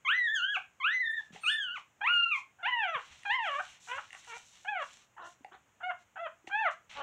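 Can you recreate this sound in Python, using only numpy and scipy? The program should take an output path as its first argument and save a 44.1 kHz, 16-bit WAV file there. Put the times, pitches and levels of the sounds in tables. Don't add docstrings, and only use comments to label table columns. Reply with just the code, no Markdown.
import sys
import numpy as np
from scipy import signal
from scipy.fft import rfft, irfft, next_fast_len
from scipy.io import wavfile
from scipy.ndimage import uniform_filter1d, map_coordinates

SR = 44100
rng = np.random.default_rng(int(sys.argv[2]) if len(sys.argv) > 2 else 0)


def file_out(sig):
    cols = np.atleast_2d(sig).T
    lim = np.clip(cols, -1, 1)
    pcm = np.round(lim * 32767).astype(np.int16)
    wavfile.write(sys.argv[1], SR, pcm)


N = 309582
TIME = np.arange(N) / SR
CUTOFF_HZ = 15700

# frequency in Hz, gain in dB.
RASP_SPECTRUM = [(300, -41.5), (500, -27.5), (800, 0), (1500, 15.5), (2200, 2), (3100, 8), (4000, -25.5),
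                 (5000, -49), (7000, -40), (14000, -71)]


def cries(waver=0.009, jitter=0.0034, slack_jitter=0.015, slack_hz=520, rasp_db=-36, slack_rasp_db=-14):
    # pitch in Hz, overtones relative to the fundamental in dB.
    overtone_balance = [(430, 31), (470, 12.5), (560, 13), (700, 5), (880, 1), (1050, 5.5), (1300, 0.5),
                        (1450, 1), (1650, -4), (1800, -13), (2020, -20)]
    slow, fast = drift(70), drift(600)
    low_sway, high_sway = from_db(1.5 * drift(45)), from_db(3.0 * drift(45))
    shimmer = from_db(0.74 * drift(180))
    air, out = noise(RASP_SPECTRUM), np.zeros(N)
    for curve, (swell_s, peak_db, end_db, overtones_db, breath_db, *_) in calls():
        times, hz = curve.T
        length = times[-1] - times[0]
        on, t, gate = gated(times[0], length, fade_s=0.0064)
        pitch = uniform_filter1d(np.interp(TIME[on], times, hz), size=400, mode="nearest")
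        slack = np.minimum(slack_hz / pitch, 1) ** 6
        breath = from_db(breath_db)
        unsteady = 1 + waver * slow[on] + breath * (jitter + slack_jitter * slack) * fast[on]
        phase = phase_of(pitch * unsteady)
        puffs = air[on] * (1 + np.cos(phase))
        leak = breath * (from_db(rasp_db) + from_db(slack_rasp_db) * slack) * puffs
        overtones = harmonics(throat(hz.max()), pitch, phase, lowest=2, flicker_db=4, tilt_db=-1) + leak
        fundamental = low_sway[on] * np.sqrt(2) * np.sin(phase)
        share = from_db(at_hz(overtone_balance, pitch) + overtones_db)
        voice = (fundamental + share * flare(pitch) * high_sway[on] * overtones) / np.hypot(1, share)
        out[on] += gate * from_db(effort_db(t, length, swell_s, peak_db, end_db)) * voice
    return out * shimmer


def calls():
    # time in seconds, pitch in Hz.
    cry_curves = [
        [(0.05, 1116), (0.07, 1012), (0.136, 1870), (0.17, 2059), (0.264, 1853), (0.286, 1666), (0.334, 1813),
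         (0.408, 1364), (0.442, 1526), (0.528, 1705), (0.572, 1086)],
        [(0.802, 1110), (0.82, 1009), (0.884, 1622), (0.936, 1998), (1.012, 2028), (1.034, 1846), (1.128, 1746),
         (1.144, 1914), (1.205, 1705)],
        [(1.435, 1333), (1.459, 1191), (1.473, 1370), (1.493, 1474), (1.505, 1751), (1.565, 1795),
         (1.695, 1367), (1.749, 1536), (1.775, 978)],
        [(2.014, 796), (2.034, 814), (2.066, 1072), (2.082, 1362), (2.108, 1436), (2.302, 1377), (2.354, 1076),
         (2.38, 1058)],
        [(2.63, 714), (2.644, 678), (2.668, 890), (2.69, 1037), (2.814, 883.6), (2.842, 781), (2.89, 674.6),
         (2.94, 635.7), (2.985, 433.4)],
        [(3.255, 824), (3.291, 804), (3.353, 1084), (3.441, 848), (3.495, 576), (3.543, 551), (3.6, 615.5)],
    ]
    # swell in seconds; peak, end, overtones and breathiness in relative dB;
    # opening catch's lead in seconds and level in dB; closing catch's level in dB and pitch in Hz.
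    cry_efforts = [(.033, -26.5, -34, -2.5, -9, 0.003, -57, -34, 776),
                   (0.045, -27.5, -35, -3, -11.5, .006, -62.5, -60.5, 930),
                   (0.049, -29, -40.5, 2.5, 3.5, 0.0015, -55.5, -45, 1200),
                   (0.057, -23, -33.5, 1, -10, 0.00652, -43, -41.5, 1100),
                   (0.03, -29, -35, 0, -2.5, 0.044, -54, -42, 413),
                   (.045, -28, -35, 0.5, -4, 0.0042, -40.5, -33.5, 740)]
    # start, length and time to the top in seconds; first, top and last
    # pitch in Hz; then the effort columns as above.
    whimpers = [(3.885, .1, 0.11, 487.7, 566.4, 506, 0.034, -36.5, -34, 2.5, 2.5, 0.013, -50.5, -36.5, 464),
                (4.275, 0.1, 0.043, 482, 459, 485, 0.026, -45, -46.5, -0.5, 1, 0.0047, -55, -62, 449),
                (4.651, 0.18, 0.048, 713, 856, 530.6, 0.035, -32.5, -34.5, -0.5, -3, .004, -46.5, -41.5, 541),
                (5.829, 0.081, 0.052, 709.7, 741, 717, 0.0041, -40, -32, -7.5, -5, .026, -48, -39, 521.5),
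                (6.175, .095, 0.0532, 641.5, 686.5, 613, 0.022, -39.5, -34.5, -7.5, -2, .018, -43, -42.5, 510),
                (6.512, 0.18, 0.089, 784, 900, 556.7, 0.021, -31, -29, -2, -10.5, 0.017, -46.5, -38.5, 521)]
    long_cries = [(np.array(curve), effort) for curve, effort in zip(cry_curves, cry_efforts)]
    return long_cries + [(arch(*row[:6]), row[6:]) for row in whimpers]


def arch(start, length, top_s, first_hz, top_hz, last_hz):
    t = np.linspace(0, length, 40)
    rise = np.sin(np.pi / 2 * np.minimum(t / top_s, 1)) ** 2
    fall = (np.maximum(t - top_s, 0) / max(length - top_s, 1 / SR)) ** 1.4
    return np.column_stack([start + t, first_hz + (top_hz - first_hz) * rise + (last_hz - top_hz) * fall])


def effort_db(t, length, swell_s, peak_db, end_db, soft_start_db=-9):
    burst = np.clip(t / swell_s, 0, 1) ** 3.2
    return soft_start_db * (1 - burst) + np.interp(t, [swell_s, length], [peak_db, end_db])


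def throat(top_hz, knee_hz=4600, shrill_pitch_hz=1450, loss_db_per_octave=6.5):
    # frequency in Hz, gain in dB.
    formants = [(300, -26), (600, 14), (900, 10), (1150, 13.5), (1700, 7.5), (2300, 4.5), (2900, 3.5),
                (3400, -6.5), (4000, -26), (4350, -29.5), (4900, -46), (6100, -36.5), (7400, -42),
                (9500, -66), (12000, -55.5), (15000, -67)]
    loss_db = loss_db_per_octave * max(np.log2(shrill_pitch_hz / top_hz), 0)
    return [(hz, db - loss_db * (hz > knee_hz)) for hz, db in formants]


def flare(pitch, formant_hz=2545, width_hz=96, gain_db=6.5):
    return from_db(gain_db * np.exp(-((2 * pitch - formant_hz) / width_hz) ** 2))


def harmonics(spectrum, pitch, phase, lowest, flicker_db, tilt_db):
    multiples = np.arange(lowest, 20)[:, None]
    partial_hz = multiples * pitch
    step = SR // 25
    knots = rng.standard_normal((len(multiples), len(pitch) // step + 2))
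    position = np.arange(len(pitch)) / step
    flicker = np.array([np.interp(position, np.arange(len(row)), row) for row in knots])
    flicker *= np.clip(partial_hz / 3000, 0.5, 2)
    weight_db = at_hz(spectrum, partial_hz) + tilt_db * np.log2(multiples) + flicker_db * flicker
    weight = from_db(weight_db) * (partial_hz < CUTOFF_HZ)
    return (weight * np.sin(multiples * phase)).sum(0) / np.sqrt((weight ** 2).sum(0) / 2)


def catches(jitter=0.1):
    unsteady, out = 1 + jitter * drift(500), np.zeros(N)
    for start, level_db, length, hz in catch_events():
        on, t = span(start, length)
        pitch = hz * unsteady[on]
        tilt_db = np.interp(hz, [600, 800], [-8, -12])
        voice = harmonics(RASP_SPECTRUM, pitch, phase_of(pitch), 0.95, flicker_db=-0.5, tilt_db=tilt_db)
        out[on] += from_db(level_db) * swell(t, length) * voice
    flutter = rms_one(from_db(-drift(500)))
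    return out * flutter


def catch_events(opening_hz=822, overlap_s=0.011, closing_lead_s=0.0081, closing_s=0.022):
    # start in seconds, level in dB, length in seconds,
    # pitch in Hz.
    peeps = [(4.127, -57, 0.054, 383), (5.165, -51.5, 0.042, 951), (5.181, -44.5, 0.0043, 1470),
             (5.512, -57.5, 0.049, 792)]
    rows = []
    for curve, (*_, lead_s, opening_db, closing_db, closing_hz) in calls():
        start, end = curve[0, 0], curve[-1, 0]
        rows.append((start - lead_s, opening_db, lead_s + overlap_s, opening_hz))
        rows.append((end - closing_lead_s, closing_db, closing_s, closing_hz))
    return rows + list(peeps)


def grunts(jitter=0.045, rasp_db=-10):
    # start and length in seconds, pitch in Hz, first and last level in dB.
    hoarse_grunts = [(5.193, 0.093, 355.6, -47.5, -48.5), (5.52, 0.048, 381, -50.5, -59),
                     (6.956, 0.0627, 285.5, -49.5, -35)]
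    # frequency in Hz, gain in dB.
    closed_mouth = [(280, -22.5), (550, -8), (800, 2), (1450, -3), (2000, -16), (2500, -35), (3050, -12.5),
                    (4000, -44), (5000, -62), (14000, -65)]
    unsteady = 1 + jitter * drift(350)
    flutter = rms_one(from_db(drift(260)))
    air, out = from_db(rasp_db) * noise(closed_mouth), np.zeros(N)
    for start, length, hz, first_db, last_db in hoarse_grunts:
        on, t, gate = gated(start, length, fade_s=0.018)
        pitch = np.full(len(t), hz)
        phase = phase_of(pitch * unsteady[on])
        tone = harmonics(closed_mouth, pitch, phase, lowest=0.97, flicker_db=9, tilt_db=0)
        puffs = air[on] * (1 + np.cos(phase))
        out[on] += gate * from_db(np.interp(t, [0, length], [first_db, last_db])) * rms_one(tone + puffs)
    return out * flutter


def whistle(start_s=1.401, length_s=0.18, hz=4420, dip_hz=150.4, level_db=-52.5, waver=0.0035):
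    # harmonic number, relative level in dB.
    partials = [(1, -4.5), (2, 2), (3, -20)]
    blow = np.sin(np.pi * np.clip((TIME - start_s) / length_s, 0, 1))
    phase = phase_of((hz - dip_hz * blow) * (1 + waver * drift(120)))
    return blow * from_db(level_db) * sum(from_db(db) * np.sin(k * phase) for k, db in partials)


def smacks(body_db=2.5, tick_db=13.5, tear_s=0.0014):
    # time in seconds, strength in dB, pop and tick offsets in dB.
    snaps = [(1.36, -32.5, -4.5, -44), (3.233, -33, -37, -15), (3.927, -37, -24, -19),
             (4.105, -31, -34, -26), (4.129, -27, -21, -16), (4.148, -27.5, -13.5, -21),
             (4.246, -38, -38, -8), (4.365, -33, -6.5, -24), (5.446, -37.5, 5.5, -24),
             (6.473, -27.5, -9, -34)]
    # frequency in Hz, bandwidth in Hz, gain in dB.
    pop_mode = (780, 57, 0)
    middle_modes = [(1890, 220, -15.5), (2800, 220, -14), (3400, 140, -20.5)]
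    tick_mode = (8000, 3500, 0)
    times, strength_db, low_db, high_db = np.transpose(snaps)
    drive_db = [strength_db + low_db, strength_db + body_db, strength_db + high_db + tick_db]
    clicks = np.zeros((3, N))
    clicks[:, (times * SR).astype(int)] = from_db(drive_db)
    tear = np.exp(-TIME[:SR // 40] / tear_s) * rng.standard_normal(SR // 40)
    tear /= np.sqrt(np.sum(tear ** 2))
    pop_drive, middle_drive, tick_drive = signal.fftconvolve(clicks, tear[None], axes=1)[:, :N]
    pop = ring(pop_drive, *pop_mode)
    middle = sum((-1) ** k * ring(middle_drive, *mode) for k, mode in enumerate(middle_modes))
    body = signal.sosfilt(butterworth(2, [350, 3800], "band"), pop + middle)
    tick = signal.sosfilt(butterworth(4, 8000), ring(tick_drive, *tick_mode))
    return body + tick


def fur(grain_db=1.5, sway_db=2.6, split_hz=4800, snags_per_s=35, snag_db=21):
    # start in seconds, level in dB, length in seconds, treble offset in dB.
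    strokes = [(0.533, -69, 0.11, 7), (1.165, -65.5, 0.13, 4), (1.322, -59.5, 0.088, 1.5),
               (1.398, -61, .16, 1), (1.745, -58, 0.083, -8), (2.338, -60, 0.086, 3),
               (2.932, -58, 0.46, 0.5), (3.413, -56.5, 0.4, 1.5), (3.8, -62, 0.19, 13.5),
               (3.984, -58.5, 0.13, 2), (4.105, -61.5, 0.35, 8.5), (4.323, -68.5, 0.42, 12),
               (4.79, -63.5, 0.28, 8), (5.238, -70.5, 0.12, 14), (5.983, -72.5, .055, 9),
               (6.47, -55, 0.021, 5), (6.707, -63, .039, 4.5), (6.894, -48.5, .125, -4.5)]
    # frequency in Hz, gain in dB.
    hair_spectrum = [(150, -0.5), (400, -18), (800, 2), (1500, 3), (2200, 6.5), (2900, 8.5), (4000, 3),
                     (4800, -9), (5900, 0), (7500, -3.5), (9000, -17), (10500, -23.5), (15000, -36.5)]
    dull, bright = np.zeros((2, N))
    for start, level_db, length, treble_db in strokes:
        on, t = span(start, length)
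        progress = (t / length).clip(0) ** 0.77
        rubbing = from_db(level_db) * swell(progress, 0.97)
        dull[on] += rubbing
        bright[on] += rubbing * from_db(treble_db)
    snags = from_db(snag_db) * (rng.random(N) < snags_per_s / SR) * rng.standard_normal(N)
    slips = rng.standard_normal(N) * from_db(grain_db * drift(740))
    hairs = coloured(hair_spectrum, slips + snags)
    scuff = signal.sosfiltfilt(butterworth(2, split_hz), hairs)
    swish = hairs - scuff
    return dull * scuff * from_db(sway_db * drift(30)) + bright * swish * from_db(sway_db * drift(30))


def bumps(q_factor=6.7):
    # time in seconds, level before the low-pass in dB, frequency in Hz.
    knocks = [(1.06, -62.5, 70), (1.306, -49.5, 200), (1.331, -48, 173), (1.348, -47, 430),
              (2.953, -51.5, 147), (3.11, -58.5, 73.1), (3.319, -58, 71), (3.6, -72, 87), (3.953, -61, 88),
              (5.408, -54.5, 263), (6.444, -51.5, 336), (6.476, -44, 335)]
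    out = np.zeros(N)
    for start, level_db, hz in knocks:
        out += ring(signal.unit_impulse(N, int(start * SR)), hz, hz / q_factor, level_db)
    return signal.sosfilt(butterworth(2, 700), out)


def room(x, wet_db=-9.5, build_up_s=0.0065):
    # frequency in Hz, time to decay by 60 dB in seconds.
    decay_times = [(100, 0.17), (800, 0.21), (2500, 0.24), (8000, 0.23), (15000, 0.15)]
    t = TIME[:SR // 2]
    edges = np.geomspace(80, CUTOFF_HZ, 9)
    tail = np.zeros(len(t))
    for low, high in zip(edges, edges[1:]):
        band = signal.sosfilt(butterworth(2, [low, high], "band"), rng.standard_normal(len(t)))
        tail += band * from_db(-60 * t / at_hz(decay_times, np.sqrt(low * high)))
    tail *= 1 - np.exp(-(t / build_up_s) ** 2)
    return x + from_db(wet_db) * signal.fftconvolve(x, tail / np.sqrt(np.sum(tail ** 2)))[:N]


def still_air(level_db=-70.5):
    # frequency in Hz, gain in dB.
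    air_spectrum = [(14, -42.5), (60, -5.5), (110, 0), (200, -5.5), (400, -9.5), (900, -7), (1600, -8.5),
                    (3000, -13), (4800, -29.5), (6800, -12), (10000, -33.5), (15000, -29.5)]
    return from_db(level_db) * noise(air_spectrum)


def from_db(db):
    return 10 ** (np.asarray(db) / 20)


def rms_one(x):
    return x / np.sqrt(np.mean(x ** 2) + 1e-20)


def at_hz(points, hz):
    frequencies, values = np.transpose(points)
    return np.interp(np.log(np.maximum(hz, 1)), np.log(frequencies), values)


def phase_of(hz):
    return 2 * np.pi * np.cumsum(hz) / SR


def drift(rate):
    knots = rng.standard_normal(N // 4)[:int(TIME[-1] * rate) + 4]
    return rms_one(map_coordinates(knots, [TIME * rate], order=2, mode="nearest"))


def coloured(spectrum, x):
    size = next_fast_len(N)
    gain = from_db(at_hz(spectrum, np.arange(size // 2 + 1) * SR / size))
    return rms_one(irfft(rfft(x, size) * gain, size)[:N])


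def noise(spectrum):
    return coloured(spectrum, rng.standard_normal(N))


def butterworth(order, hz, kind="low"):
    return signal.butter(order, hz, kind, fs=SR, output="sos")


def ring(x, hz, width_hz, level_db):
    radius, angle = np.exp(-np.pi * width_hz / SR), 2 * np.pi * hz / SR
    feedback = [1, -2 * radius * np.cos(angle), radius ** 2]
    return from_db(level_db) * signal.lfilter([0.5, 0, -0.5], feedback, x + 1e-18)


def span(start, length):
    on = slice(int(start * SR), int((start + length) * SR))
    return on, TIME[on] - start


def swell(t, length):
    return np.sin(np.pi * t / length).clip(0) ** 0.44


def gated(start, length, fade_s):
    on, t = span(start - fade_s / 2, length + fade_s)
    t = t - fade_s / 2
    ramp = np.clip(np.minimum(t, length - t) / fade_s + 0.5, 0, 1)
    return on, t, np.sin(ramp * np.pi / 2) ** 2


def scene(cry_db=-1.72):
    voices = from_db(cry_db) * cries() + grunts() + catches() + whistle()
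    handling = smacks() + fur() + bumps()
    return (room(voices + handling) + still_air())[None]


def record(dry):
    return signal.sosfilt(signal.ellip(10, 0.1, 80, CUTOFF_HZ, fs=SR, output="sos"), dry)


dry = scene()
out = record(dry)
file_out(out)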